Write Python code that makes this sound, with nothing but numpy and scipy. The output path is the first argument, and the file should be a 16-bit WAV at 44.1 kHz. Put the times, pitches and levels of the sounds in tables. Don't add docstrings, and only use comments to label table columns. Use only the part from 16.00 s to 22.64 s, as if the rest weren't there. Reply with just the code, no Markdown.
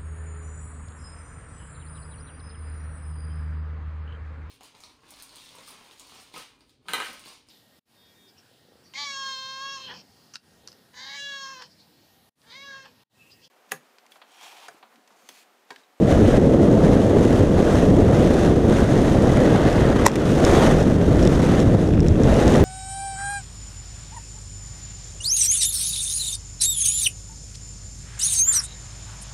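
import sys
import numpy as np
from scipy import signal
from scipy.io import wavfile
from scipy.ndimage import uniform_filter1d

SR = 44100
rng = np.random.default_rng(int(sys.argv[2]) if len(sys.argv) > 2 else 0)


def master_out(mix):
    frames = np.transpose(np.atleast_2d(mix))
    ceiling = np.clip(frames, -1, 1)
    pcm = np.round(ceiling * 32767).astype(np.int16)
    wavfile.write(sys.argv[1], SR, pcm)


N = 292824

# [t/s, hiss level/dB]
HISS_LEVEL = [(0.0, -51.5), (0.07, -44), (0.11, -37), (0.21, -44), (0.3, -40.5), (0.37, -39), (0.39, -44.5),
              (0.44, -44.5), (0.67, -45.5), (0.92, -43), (1.19, -43), (1.27, -41.5), (1.38, -40.5),
              (1.5, -45.5), (1.61, -39.5), (1.8, -39), (1.9, -45.5), (2.09, -41), (2.45, -39.5),
              (2.53, -44.5), (2.66, -44), (2.75, -39.5), (3.02, -40), (3.3, -40.5), (3.6, -41),
              (3.8, -41.5), (4.05, -42), (4.35, -40.5), (4.43, -39), (4.45, -35.5), (4.6, -35), (4.72, -34),
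              (4.75, -38.5), (4.82, -41), (4.98, -45.5), (5.15, -41.5), (5.35, -42), (5.59, -38),
              (5.65, -46), (5.8, -43), (5.95, -51.5), (6.19, -48), (6.3, -39), (6.55, -36), (6.64, -39.5)]
# [t/s, level/dB]
ROAR_ABOVE_HISS = [(0.0, 8), (1.5, 7.5), (3.2, 7.5), (3.55, 11), (4.03, 11), (4.3, 6), (4.45, 7.5),
                   (4.6, 8.5), (4.75, 7), (5.2, 8), (6.64, 7)]
# [t/s, buffeting level/dB, deep thump level/dB]
LARGE_EDDIES = [(0.0, -14.5, -20), (0.3, -15, -15), (0.65, -12.5, -24), (0.9, -14, -18.5),
                (1.15, -13.5, -22), (1.5, -16.5, -18.5), (2.0, -13, -18.5), (2.25, -16, -18.5),
                (3.4, -16, -18.5), (4.3, -18, -21), (4.5, -15, -21.5), (4.7, -15, -16.5), (4.9, -17, -20.5),
                (5.4, -17, -17.5), (6.0, -17.5, -17.5), (6.64, -14, -13.5)]
# [f/Hz, level per hertz/dB]
THUMP_SPECTRUM = [(12, -40), (20, -2), (40, 0.5), (80, 3), (150, 2.5), (230, -5.5), (400, -39)]
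BUFFET_SPECTRUM = [(90, -5), (150, -8), (230, -1.5), (350, -3.5), (560, -7), (720, -13.5), (950, -24.5),
                   (1500, -36.5)]
ROAR_SPECTRUM = [(400, -22), (750, -2), (1000, -1), (1500, -2), (2050, -4.5), (2250, -14), (3200, -12),
                 (5000, -24)]
HISS_SPECTRUM = [(1200, -65), (2300, -2), (3000, -5.5), (3750, -3.5), (4000, -6.5), (4700, -9),
                 (5500, -6.5), (6400, -5), (7400, -10), (10000, -14), (11300, -21), (12600, -22),
                 (14000, -28.5), (15600, -33)]
# [f/Hz, width of one stage/Hz, level/dB]
HOUSING_MODES = [(280, 350, -14), (560, 400, -12), (990, 340, -7), (2030, 400, -8), (2900, 1100, -18),
                 (3700, 1800, -15), (5450, 1300, -14.5), (7200, 2000, -18), (9100, 2800, -27),
                 (11000, 2600, -35), (13000, 2200, -43)]
# [t/s, level/dB, lightness/(dB per octave), sharpness/(dB per octave)]
LEAF_TICKS = [(3.7285, -27, 1, 7), (4.0729, -21, 5, 4), (4.0759, -18, 6, 1), (4.082, -15, 3, 6),
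              (4.1162, -24, 2, 4), (4.1568, -17, -3, 12), (4.1615, -20, -5, 3), (4.4495, -12, 8, 1),
              (4.8018, -25, -3, 4), (4.8284, -30, 10, 0), (5.2277, -24, 6, 0), (5.2344, -29, 8, -1),
              (5.2514, -26, 5, 4), (5.2738, -19, 4, -1), (5.6015, -24, 6, 2), (5.8743, -33, 5, 2),
              (5.9357, -32, -5, 4), (5.9455, -33, -2, 3), (5.9775, -25, -12, -4), (5.9945, -28, -8, -2),
              (6.0041, -26, 8, -1), (6.0308, -32, -4, -2), (6.0638, -30, -5, 1), (6.0715, -36, 3, -6),
              (6.084, -22, 14, -1), (6.1562, -27, -8, 0), (6.2346, -25, 12, -2), (6.3418, -28, 7, 0),
              (6.4788, -18, 9, -2), (6.557, -25, 5, 1)]
# [t/s, level/dB]
TWIG_SCRAPE = [(4.045, -52), (4.052, -31), (4.056, -28), (4.0605, -27), (4.0628, -26), (4.0642, -13),
               (4.0675, -7.5), (4.0686, -28), (4.078, -30), (4.092, -34), (4.105, -40)]
# [t/s, peak level/dB, lightness/(dB per octave)]
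TWIG_KNOCKS = [(4.0528, -11, -9), (4.0592, -13, 9), (4.0612, -13, 9), (4.0628, 3, -2), (4.0649, 2, -2),
               (4.0815, -10, 5)]
# [t/s, level/dB]
LEAF_RUSTLE = [(4.07, -34), (4.2, -43), (4.35, -54), (5.7, -54), (5.85, -47), (6.25, -47), (6.64, -54)]

PITCH_AT_USUAL_ROAR, PITCH_PER_DB, USUAL_ROAR_DB, PITCH_SMOOTH_S = 0.97, .022, -33.5, 0.083
MAIN_MODE_HZ, PANEL_TOP_HZ = 5400, 2500
TICK_FALL_20_DB_S, TICK_SNAP = .0024, 6
LEAF_LOW_HZ, LEAF_DAMPING = 2300, 4
WOOD_TOP_HZ, WOOD_DAMPING = 1550, 1.3
TAPS_PER_S, TAP_DECAY_S = 150, .0015
DUCK_ABOVE_DB, DUCK_SHARE, DUCK_LAG_S = -6, 0.92, 0.0004
EXCESS_FALL_DB_PER_S = 34.
BAND_EDGE_HZ = 15300


def gain_of(db):
    return 10 ** (np.asarray(db) / 20)


def evened(x):
    return x / np.sqrt(np.mean(x ** 2) + 1e-20)


def curves(table):
    t, *columns = np.transpose(table)
    return [np.interp(np.arange(N) / SR, t, column) for column in columns]


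def flutter(span_s):
    span = max(int(span_s * SR), 2)
    smooth = uniform_filter1d(rng.standard_normal(N), span)
    return evened(uniform_filter1d(smooth, span))


def turbulence(spectrum, patchy_db, size, pitch=np.ones(N)):
    hop = size // 4
    frames = N // hop + 5
    hz = np.fft.rfftfreq(size, 1 / SR)
    real, imaginary, patches = rng.standard_normal((frames, len(hz), 3)).T
    patches = uniform_filter1d(patches, size=6, axis=0)
    patches = evened(uniform_filter1d(patches, size=12, axis=1))
    f, db = np.transpose(spectrum)
    slide = pitch[np.minimum(np.arange(frames) * hop, N - 1)]
    log_hz = np.log((hz[:, None] + 1) / slide)
    shape_db = np.interp(log_hz, np.log(f), db, left=-90, right=-90)
    magnitude = gain_of(shape_db + patchy_db * patches) / np.sqrt(slide)
    spectra = (real + 1j * imaginary) * magnitude
    return evened(signal.istft(spectra, nperseg=size, noverlap=size - hop)[1][:N])


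def wind():
    buffet_db, thump_db = curves(LARGE_EDDIES)
    hiss_db = curves(HISS_LEVEL)[0]
    roar_db = hiss_db + curves(ROAR_ABOVE_HISS)[0]
    slow_roar_db = uniform_filter1d(roar_db, int(PITCH_SMOOTH_S * SR))
    pitch = PITCH_AT_USUAL_ROAR + PITCH_PER_DB * (slow_roar_db - USUAL_ROAR_DB)

    gusts, lumps, puffs = flutter(0.0025), flutter(0.0082), flutter(0.002)
    surges, heaves = flutter(0.04), flutter(0.15)
    thump_db = thump_db + 1.1 * heaves + 1.73 * lumps
    buffet_db = buffet_db + 1.09 * lumps
    roar_db = roar_db + 0.33 * surges + 0.12 * gusts + 1.0 * lumps + 1.16 * puffs
    hiss_db = hiss_db + 0.94 * surges + 0.47 * gusts + 0.55 * lumps + 1.64 * puffs

    thump = gain_of(thump_db) * turbulence(THUMP_SPECTRUM, patchy_db=-0.65, size=4096)
    buffet = gain_of(buffet_db) * turbulence(BUFFET_SPECTRUM, patchy_db=0.5, size=2048, pitch=pitch)
    roar = gain_of(roar_db) * turbulence(ROAR_SPECTRUM, patchy_db=-1.0, size=512)
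    hiss = gain_of(hiss_db) * turbulence(HISS_SPECTRUM, patchy_db=0.0, size=512)
    return thump + buffet + roar + hiss


def resonate(x, hz, width):
    turn = np.exp(2j * np.pi * hz * np.arange(len(x)) / SR)
    r = np.exp(-np.pi * width / SR)
    return 2 * (turn * signal.lfilter([(1 - r) ** 2], [1, -2 * r, r * r], x / turn)).real


def housing(force, light_db, sharp_db, damping=1):
    out = np.zeros(len(force))
    for hz, width, db in HOUSING_MODES:
        octaves = np.log2(hz / MAIN_MODE_HZ)
        tilt_db = octaves * (light_db if octaves < 0 else sharp_db)
        width = width * (damping if hz < PANEL_TOP_HZ else 1)
        mode = resonate(resonate(force, hz, width), hz, width)
        out = out + gain_of(db + tilt_db) * mode * np.sqrt(SR / width)
    return out


def leafy(x):
    return signal.sosfilt(signal.butter(3, LEAF_LOW_HZ, "high", fs=SR, output="sos"), x)


def ticks():
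    out = np.zeros(N)
    t = np.arange(1200) / SR
    touch = np.minimum(t / .0003, 1) * gain_of(-20 * (t / TICK_FALL_20_DB_S) ** 1.5)
    snap = TICK_SNAP * signal.unit_impulse(len(t))
    noises = rng.standard_normal((len(LEAF_TICKS), len(t)))
    for (start_s, level_db, light_db, sharp_db), noise in zip(LEAF_TICKS, noises):
        ring = housing(leafy(noise * touch + snap), light_db, sharp_db, LEAF_DAMPING)
        ring = ring * np.linalg.norm(touch) / np.linalg.norm(ring)
        at = round(start_s * SR)
        out[at:at + len(t)] += gain_of(level_db) * ring
    return out


def twig_scrape():
    s, level_db = np.transpose(TWIG_SCRAPE)
    t = np.arange(s[0], s[-1], 1 / SR)
    effort_db = np.interp(t, s, level_db)
    sharp_db = np.interp(effort_db, [-30, -15], [2, 15])
    noise = rng.standard_normal(len(t))
    ring = evened(housing(noise, light_db=4, sharp_db=sharp_db, damping=LEAF_DAMPING))
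    out = np.zeros(N)
    at = round(s[0] * SR)
    out[at:at + len(t)] = gain_of(effort_db) * ring
    return out


def twig_knocks():
    out = np.zeros(N)
    low_pass = signal.butter(3, WOOD_TOP_HZ, fs=SR, output="sos")
    blunt = signal.sosfilt(low_pass, signal.unit_impulse(800))
    for start_s, peak_db, light_db in TWIG_KNOCKS:
        knock = -housing(blunt, light_db, sharp_db=0, damping=WOOD_DAMPING)
        at = round(start_s * SR)
        out[at:at + len(knock)] += gain_of(peak_db) * knock / abs(knock).max()
    return out


def rustle():
    size_db = 3 * np.minimum(rng.exponential(1, N), 3)
    taps = gain_of(size_db) * (rng.random(N) < TAPS_PER_S / SR)
    decay = np.exp(-np.arange(300) / (TAP_DECAY_S * SR))
    touch = signal.oaconvolve(taps, decay)[:N]
    noise = leafy(touch * rng.standard_normal(N))
    ring = evened(housing(noise, light_db=-7, sharp_db=3, damping=LEAF_DAMPING))
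    caught = np.arange(N) > LEAF_RUSTLE[0][0] * SR
    return gain_of(curves(LEAF_RUSTLE)[0]) * ring * caught


def scene():
    return (wind() + ticks() + twig_scrape() + twig_knocks() + rustle())[None]


def record(dry):
    level_db = 10 * np.log10(abs(uniform_filter1d(dry[0] ** 2, size=60)) + 1e-12)
    climb = np.arange(N) * EXCESS_FALL_DB_PER_S / SR
    held_db = np.maximum.accumulate(level_db + climb) - climb
    over_db = np.maximum(held_db - DUCK_ABOVE_DB, 0)
    lag = np.exp(-1 / (DUCK_LAG_S * SR))
    duck_db = DUCK_SHARE * signal.lfilter([1 - lag], [1, -lag], over_db)
    clipped = np.clip(dry / gain_of(duck_db), -.99, .99)
    band_limit = signal.firwin(767, BAND_EDGE_HZ, window=("kaiser", 9), fs=SR)
    return signal.oaconvolve(clipped, band_limit[None], "same")


dry = scene()
out = record(dry)
master_out(out)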